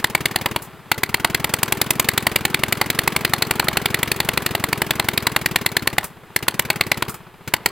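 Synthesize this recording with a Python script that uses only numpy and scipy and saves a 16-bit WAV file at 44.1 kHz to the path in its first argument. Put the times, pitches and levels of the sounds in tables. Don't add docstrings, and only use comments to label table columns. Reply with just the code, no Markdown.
import sys
import numpy as np
from scipy import signal
from scipy.fft import rfft, irfft
from scipy.io import wavfile

SR = 44100
rng = np.random.default_rng(int(sys.argv[2]) if len(sys.argv) > 2 else 0)


def pcm_store(signal):
    levels = np.round(np.clip(np.atleast_2d(signal), -1, 1) * 32767)
    wavfile.write(sys.argv[1], SR, levels.astype(np.int16).T)


N = 340011
SHOT_S = np.arange(4096) / SR
USUAL_RPM = 1325
NEAR_LAG_CYCLES, FAR_LAG_CYCLES = 0, .517

# time_s, speed_rpm
SHAFT_SPEED = [(0.2, 1121), (0.45, 1221), (0.83, 929), (1.18, 1157), (1.55, 1291), (2.15, 1337),
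               (2.43, 1292), (2.82, 1360), (3.21, 1393), (3.53, 1374), (4.25, 1399), (4.59, 1346),
               (5.11, 1341), (5.72, 1133), (5.9, 1130), (6.21, 871), (6.6, 1109), (6.99, 1128), (7.33, 828),
               (7.63, 1004)]
# freq_hz, density_db
HISS_SPECTRUM = [(4000, -12.5), (5200, -3.5), (6200, -5.5), (7600, 1), (9500, 1.5), (11500, 0.5),
                 (12700, 0.5), (14500, 2), (15700, -3), (17000, -6.5)]
CHUFF_SPECTRUM = [(300, 1), (650, -1.5), (950, -0.5), (1500, -2.5), (2200, 0.5), (3000, -5), (4400, -8.5),
                  (5500, -11), (8000, -15)]
RUSH_SPECTRUM = [(20, -24), (45, -18), (70, 0.5), (150, -8), (280, -5), (400, 3), (530, -6), (850, -4),
                 (1400, -5.5), (2200, -9.5), (3400, -14), (4500, -20.5), (6000, -29), (9000, -35)]
# pitch_hz, relative_db, decay_s
PIPE_MODES = [(367, 1.5, 0.0034), (908, -1, 0.0021)]


def near_pipe():
    # freq_hz, density_db
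    boom_spectrum = [(350, -41), (540, -3.5), (720, -3.5), (850, -0.5), (1050, -2), (1250, -7.5),
                     (1500, -3.5), (2000, -41)]
    bark_spectrum = [(1000, -33), (1400, -5.5), (2000, -2.5), (2550, -1.5), (2900, -2), (3250, -4),
                     (3550, -3), (3900, -4), (4450, -2), (5000, -13.5), (6000, -23), (7500, -56)]
    # time_s, bark_db, hiss_db
    crack_levels = [(.04, -12.5, -18.5), (.26, -12.5, -17.5), (.4, -16.5, -18), (.6, -19, -23.5),
                    (.92, -14.5, -17), (1.27, -12.5, -19), (1.52, -17, -16.5), (1.95, -14.5, -11),
                    (2.3, -13, -17.5), (2.85, -14.5, -17.5), (3.45, -13.5, -18), (4.6, -16.5, -20.5),
                    (5.2, -14.5, -16.5), (5.98, -11.5, -19), (6.5, -14.5, -14.5), (6.92, -11, -18.5),
                    (7.03, -20.5, -22.5), (7.54, -13, -16)]
    # time_s, boom_db
    heavy_shots = [(.459, -15), (1.245, -15), (4.996, -17), (5.362, -14.5), (5.873, -16.5), (5.981, -18),
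                   (7.023, -18.5), (7.537, -17), (7.659, -16)]
    out = np.zeros((2, N))
    times_s, barks_db, hisses_db = np.transpose(crack_levels)
    for s in strokes(NEAR_LAG_CYCLES):
        slow = slowness(s)
        heavy_db = [db for at_s, db in heavy_shots if abs(at_s - s) < .02]
        boom_db = max([scattered(-20.5, 2.5)] + heavy_db)
        bark_db = scattered(np.interp(s, times_s, barks_db), .83)
        hiss_db = scattered(np.interp(s, times_s, hisses_db), 1)
        ring_hz = scattered(2039.4, 115.36)
        add(out, s - .0002, at_level(-ring(PIPE_MODES[:1], spread=.04), -24.5))
        add(out, s + .00092, at_level(ring(PIPE_MODES[1:], spread=.1), boom_db - 4.5))
        add(out, s - .0012, jet(boom_spectrum, boom_db - 3, rise_s=.003, hold_s=.00049, decay_s=.0028,
                                tail_db=-15, tail_s=.013))
        add(out, s - .0018, jet(bark_spectrum, bark_db, rise_s=.0035, hold_s=.0024, decay_s=.001,
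                                tail_db=-13, tail_s=.0079, ring_hz=ring_hz, ring_db=8.5, width_hz=234))
        add(out, s - .0022, jet(HISS_SPECTRUM, hiss_db, rise_s=.0037, hold_s=.0018, decay_s=.002,
                                tail_db=-18, tail_s=.007))
        add(out, s + .001, surge(-24.8 - 12 * (slow - 1), low_hz=88.3, knee_hz=345 / slow ** .3,
                                 sweep_s=.01376 * slow ** .31, peak_s=.0038, width_s=.0058,
                                 tail_db=-7 - 1.8 * (slow - 1.5), tail_s=.026))
    return out


def far_pipe():
    out = np.zeros((2, N))
    for s in strokes(FAR_LAG_CYCLES):
        slow = slowness(s)
        thump_db = scattered(speed_db(s, -25.5, doubling_db=1.5), .64)
        chuff_db = scattered(-27, 1.75)
        hiss_db = scattered(-36, 2)
        add(out, s, at_level(-ring(PIPE_MODES[:1], spread=.097), thump_db - 6))
        add(out, s - .0005, jet(CHUFF_SPECTRUM, chuff_db, rise_s=.0024, hold_s=.0028, decay_s=.0078,
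                                tail_db=-22, tail_s=.011))
        add(out, s - .001, jet(HISS_SPECTRUM, hiss_db, rise_s=.0038, hold_s=.0012, decay_s=.0059,
                               tail_db=-29, tail_s=.015))
        add(out, s + .002, surge(thump_db, low_hz=89.7, knee_hz=415 / slow ** .3,
                                 sweep_s=.0151 * slow ** .2, peak_s=.0066, width_s=.005,
                                 tail_db=-9.5 - 2.7 * (slow - 1.5), tail_s=.028))
    return out


def jet(spectrum, level_db, rise_s, hold_s, decay_s, tail_db, tail_s, **resonance):
    lift = np.minimum(SHOT_S / rise_s, 1) ** 3
    after_s = np.maximum(SHOT_S - rise_s - hold_s, 0)
    flow = lift * (np.exp(-after_s / decay_s) + gain_of(tail_db) * np.exp(-after_s / tail_s))
    return at_level(noise(spectrum, len(SHOT_S), **resonance) * flow, level_db)


def surge(level_db, low_hz, knee_hz, sweep_s, peak_s, width_s, tail_db, tail_s):
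    stroke = SHOT_S / (sweep_s * (1 + .039 * rng.standard_normal()))
    swept = 1 - np.exp(-stroke ** 2)
    hz = low_hz + (knee_hz - low_hz) * swept + 55 * np.clip(stroke - 1, 0, 2)
    thump = np.exp(-((SHOT_S - peak_s) / width_s) ** 2)
    growl = gain_of(tail_db) * swept * np.exp(-(SHOT_S / tail_s) ** 2)
    return at_level((thump + growl) * np.sin(2 * np.pi * np.cumsum(hz) / SR), level_db)


def ring(modes, spread):
    out = np.zeros(len(SHOT_S))
    for hz, db, decay_s in modes:
        gain = gain_of(db - spread * 20 * rng.standard_normal())
        pitch_hz = hz * (1 + spread * rng.standard_normal())
        out += gain * np.exp(-SHOT_S / decay_s) * np.sin(2 * np.pi * pitch_hz * SHOT_S)
    return out


def crank(first_shot_s=.0423, step_s=.001):
    t = np.arange(-.2, 8, step_s)
    cycle_hz = np.interp(t, *np.transpose(SHAFT_SPEED)) / 60 / 2
    cycles = np.cumsum(cycle_hz) * step_s
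    return t, cycles - np.interp(first_shot_s, t, cycles)


def strokes(lag_cycles, fired=True):
    # start_s, end_s
    firing_spans = [(-.1, .6), (.9, 6.0), (6.35, 7.1), (7.45, 7.57), (7.63, 7.8)]
    t, cycles = crank()
    times_s = np.interp(np.arange(-1, cycles[-1] - 1) + lag_cycles, cycles, t)
    return [s for s in times_s if any(start < s < end for start, end in firing_spans) == fired]


def slowness(s):
    return USUAL_RPM / np.interp(s, *np.transpose(SHAFT_SPEED))


def speed_db(s, usual_db, doubling_db):
    return usual_db - doubling_db * np.log2(slowness(s))


def valves():
    # pitch_hz, relative_db, decay_s
    gear_modes = [(420, -11, 0.0051), (1006, -8, 0.0055), (1148, 14.5, 0.0022), (1540, 8, 0.0033),
                  (2170, -0.5, 0.0022), (3100, -21, .001)]
    # start_s, level_db
    slams = [(3.6287, -26.5), (3.671, -28), (3.7162, -31), (3.758, -29)]
    out = np.zeros((2, N))
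    shots_s = strokes(NEAR_LAG_CYCLES) + strokes(FAR_LAG_CYCLES)
    seats_s = [scattered(s + .0325 * slowness(s), .00069) for s in shots_s]
    clacks = [(s, scattered(speed_db(s, -36, doubling_db=12), 1.5)) for s in seats_s]
    for s, level_db in clacks + slams:
        add(out, s, at_level(ring(gear_modes, spread=.085), level_db))
        bounce_s = rng.uniform(.0005, .00425)
        add(out, s + bounce_s, at_level(ring(gear_modes, spread=.15), level_db - 4))
    return out


def coasting():
    # start_s, chuff_db, hiss_db, decay_s
    spits = [(0.62, -41, -32, 0.014), (.648, -52, -42, 0.012), (6.028, -28.5, -45, 0.0099),
             (6.041, -28.5, -25.5, 0.0069), (7.093, -30, -27.5, 0.012), (7.141, -33, -34, 0.01)]
    out = np.zeros((2, N))
    for s, chuff_db, hiss_db, decay_s in spits:
        add(out, s - .001, jet(CHUFF_SPECTRUM, chuff_db, rise_s=.0034, hold_s=.002, decay_s=decay_s,
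                               tail_db=-22, tail_s=.02, ring_hz=1150, ring_db=13))
        add(out, s - .001, jet(HISS_SPECTRUM, hiss_db, rise_s=.0023, hold_s=.002, decay_s=decay_s,
                               tail_db=-10, tail_s=.025))
    for s in strokes(NEAR_LAG_CYCLES, fired=False) + strokes(FAR_LAG_CYCLES, fired=False):
        add(out, s, surge(speed_db(s, -30, doubling_db=18.5), low_hz=120, knee_hz=260,
                          sweep_s=.0176, peak_s=.0059, width_s=.013, tail_db=-7, tail_s=.021))
        add(out, s, jet(RUSH_SPECTRUM, -43, rise_s=.0029, hold_s=.0027, decay_s=.0056,
                        tail_db=-18, tail_s=.02, ring_hz=975, ring_db=9))
    return out


def propeller_wash():
    t = np.arange(N) / SR
    blade_passes = 4 * np.interp(t, *crank())
    throb_db = .5 * np.cos(2 * np.pi * (blade_passes - .3))
    rush = noise(RUSH_SPECTRUM, N) * gain_of(speed_db(t, -36, doubling_db=19.5) + throb_db)
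    fizz = noise(HISS_SPECTRUM, N) * gain_of(speed_db(t, -51, doubling_db=14))
    return rush + fizz


def field_echoes(x, paths=3, drift_hz=1.7):
    phase = 2 * np.pi * drift_hz * np.arange(N) / SR
    shares = np.array([np.maximum(np.cos(phase + 2 * np.pi * k / paths), 0) ** 2 for k in range(paths)])
    shares /= np.linalg.norm(shares, axis=0)
    return sum(signal.oaconvolve(x * share, field_response(), axes=1)[:, :N] for share in shares)


def field_response(slap_s=.026):
    # freq_hz, t60_s
    field_decay = [(100, 0.13), (500, 0.52), (2000, 0.32), (5000, 0.25), (12000, 0.11)]
    t = np.arange(SR // 2) / SR
    scatter = noise([(20, 15), (2400, -10.5), (4200, -7.5), (8000, -7)], len(t))
    hz, frames_s, bins = signal.stft(scatter, SR, nperseg=256)
    bins = bins * gain_of(-60 * frames_s / at_hz(field_decay, hz)[:, None])
    tail = signal.istft(bins, SR, nperseg=256)[1][:, :len(t)]
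    tail *= np.clip((t - .003) / .001, 0, 1)
    slap = noise([(200, -5), (1500, -6), (4000, -4), (12000, -6.5)], len(t))
    slap *= (t > slap_s) * np.exp(-abs(t - slap_s) / .0024)
    return gain_of(-23) * tail / np.linalg.norm(tail[0]) + gain_of(-24) * slap / np.linalg.norm(slap[0])


def breeze():
    return noise([(15, 0), (45, -12), (90, 3), (300, -20), (2000, -70)], N) * gain_of(-55)


def microphone(x, low_cut_hz=41.5):
    # freq_hz, level_db
    port_tilt = [(30, -7), (110, 6), (300, 1.5), (700, 0), (3500, 0), (5200, 4), (6200, 2), (7000, 2.5),
                 (9500, 2.5), (11500, -5), (13500, 4.5), (15500, -3)]
    # freq_hz, phase_rad
    port_lead = [(60, 0.34), (200, -0.38), (420, -0.11), (4500, 0.15), (5600, -1.4), (6500, -0.9),
                 (10000, -1.69), (12600, -0.76), (14000, -1.37)]
    hz = np.fft.rfftfreq(N, 1 / SR)
    side = np.array([[.5], [-.5]])
    ports = gain_of(side * at_hz(port_tilt, hz)) * np.exp(1j * side * at_hz(port_lead, hz))
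    low_cut = hz ** 2 / (hz ** 2 + low_cut_hz ** 2)
    return irfft(rfft(x) * ports * low_cut, N)


def noise(spectrum, samples, ring_hz=1., ring_db=0., width_hz=260):
    # freq_hz, correlation
    port_likeness = [(25, .2), (60, .6), (150, .88), (500, .987), (4000, .985), (5800, .8), (8000, .89),
                     (16000, .89)]
    hz = np.fft.rfftfreq(samples, 1 / SR)
    a, b, c, d = rng.standard_normal((4, len(hz)))
    likeness = np.clip(at_hz(port_likeness, hz), -1, 1)
    left = a + 1j * b
    right = likeness * left + np.sqrt(1 - likeness ** 2) * (c + 1j * d)
    resonance_db = ring_db / (1 + ((hz - ring_hz) / width_hz) ** 2)
    x = irfft(np.array([left, right]) * gain_of(at_hz(spectrum, hz) + resonance_db), samples)
    return x / np.sqrt(np.mean(x ** 2))


def scattered(usual, spread):
    return usual + spread * np.clip(rng.standard_normal(), -2, 2)


def gain_of(db):
    return 10 ** (np.asarray(db) / 20)


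def at_hz(points, hz):
    points_hz, values = np.transpose(points)
    return np.interp(np.log(hz + 1), np.log(points_hz + 1), values)


def at_level(x, level_db, span_s=.01):
    energy = np.mean(x ** 2) * x.shape[-1] / SR
    return x * gain_of(level_db) / np.sqrt(energy / span_s + 1e-20)


def add(mix, start_s, sound):
    start = round(start_s * SR)
    sound = sound[..., max(-start, 0):]
    part = mix[:, max(start, 0):][:, :sound.shape[-1]]
    part += sound[..., :part.shape[1]]


def scene():
    engine = near_pipe() + far_pipe() + valves() + coasting()
    return microphone(engine + field_echoes(engine) + propeller_wash()) + breeze()


def record(dry):
    rounded = dry / (1 + dry ** 6) ** (1 / 6)
    low_pass = signal.firwin(301, cutoff=16100, window=("kaiser", 8), fs=SR)
    return signal.oaconvolve(rounded, low_pass[None], "same")


dry = scene()
out = record(dry)
pcm_store(out)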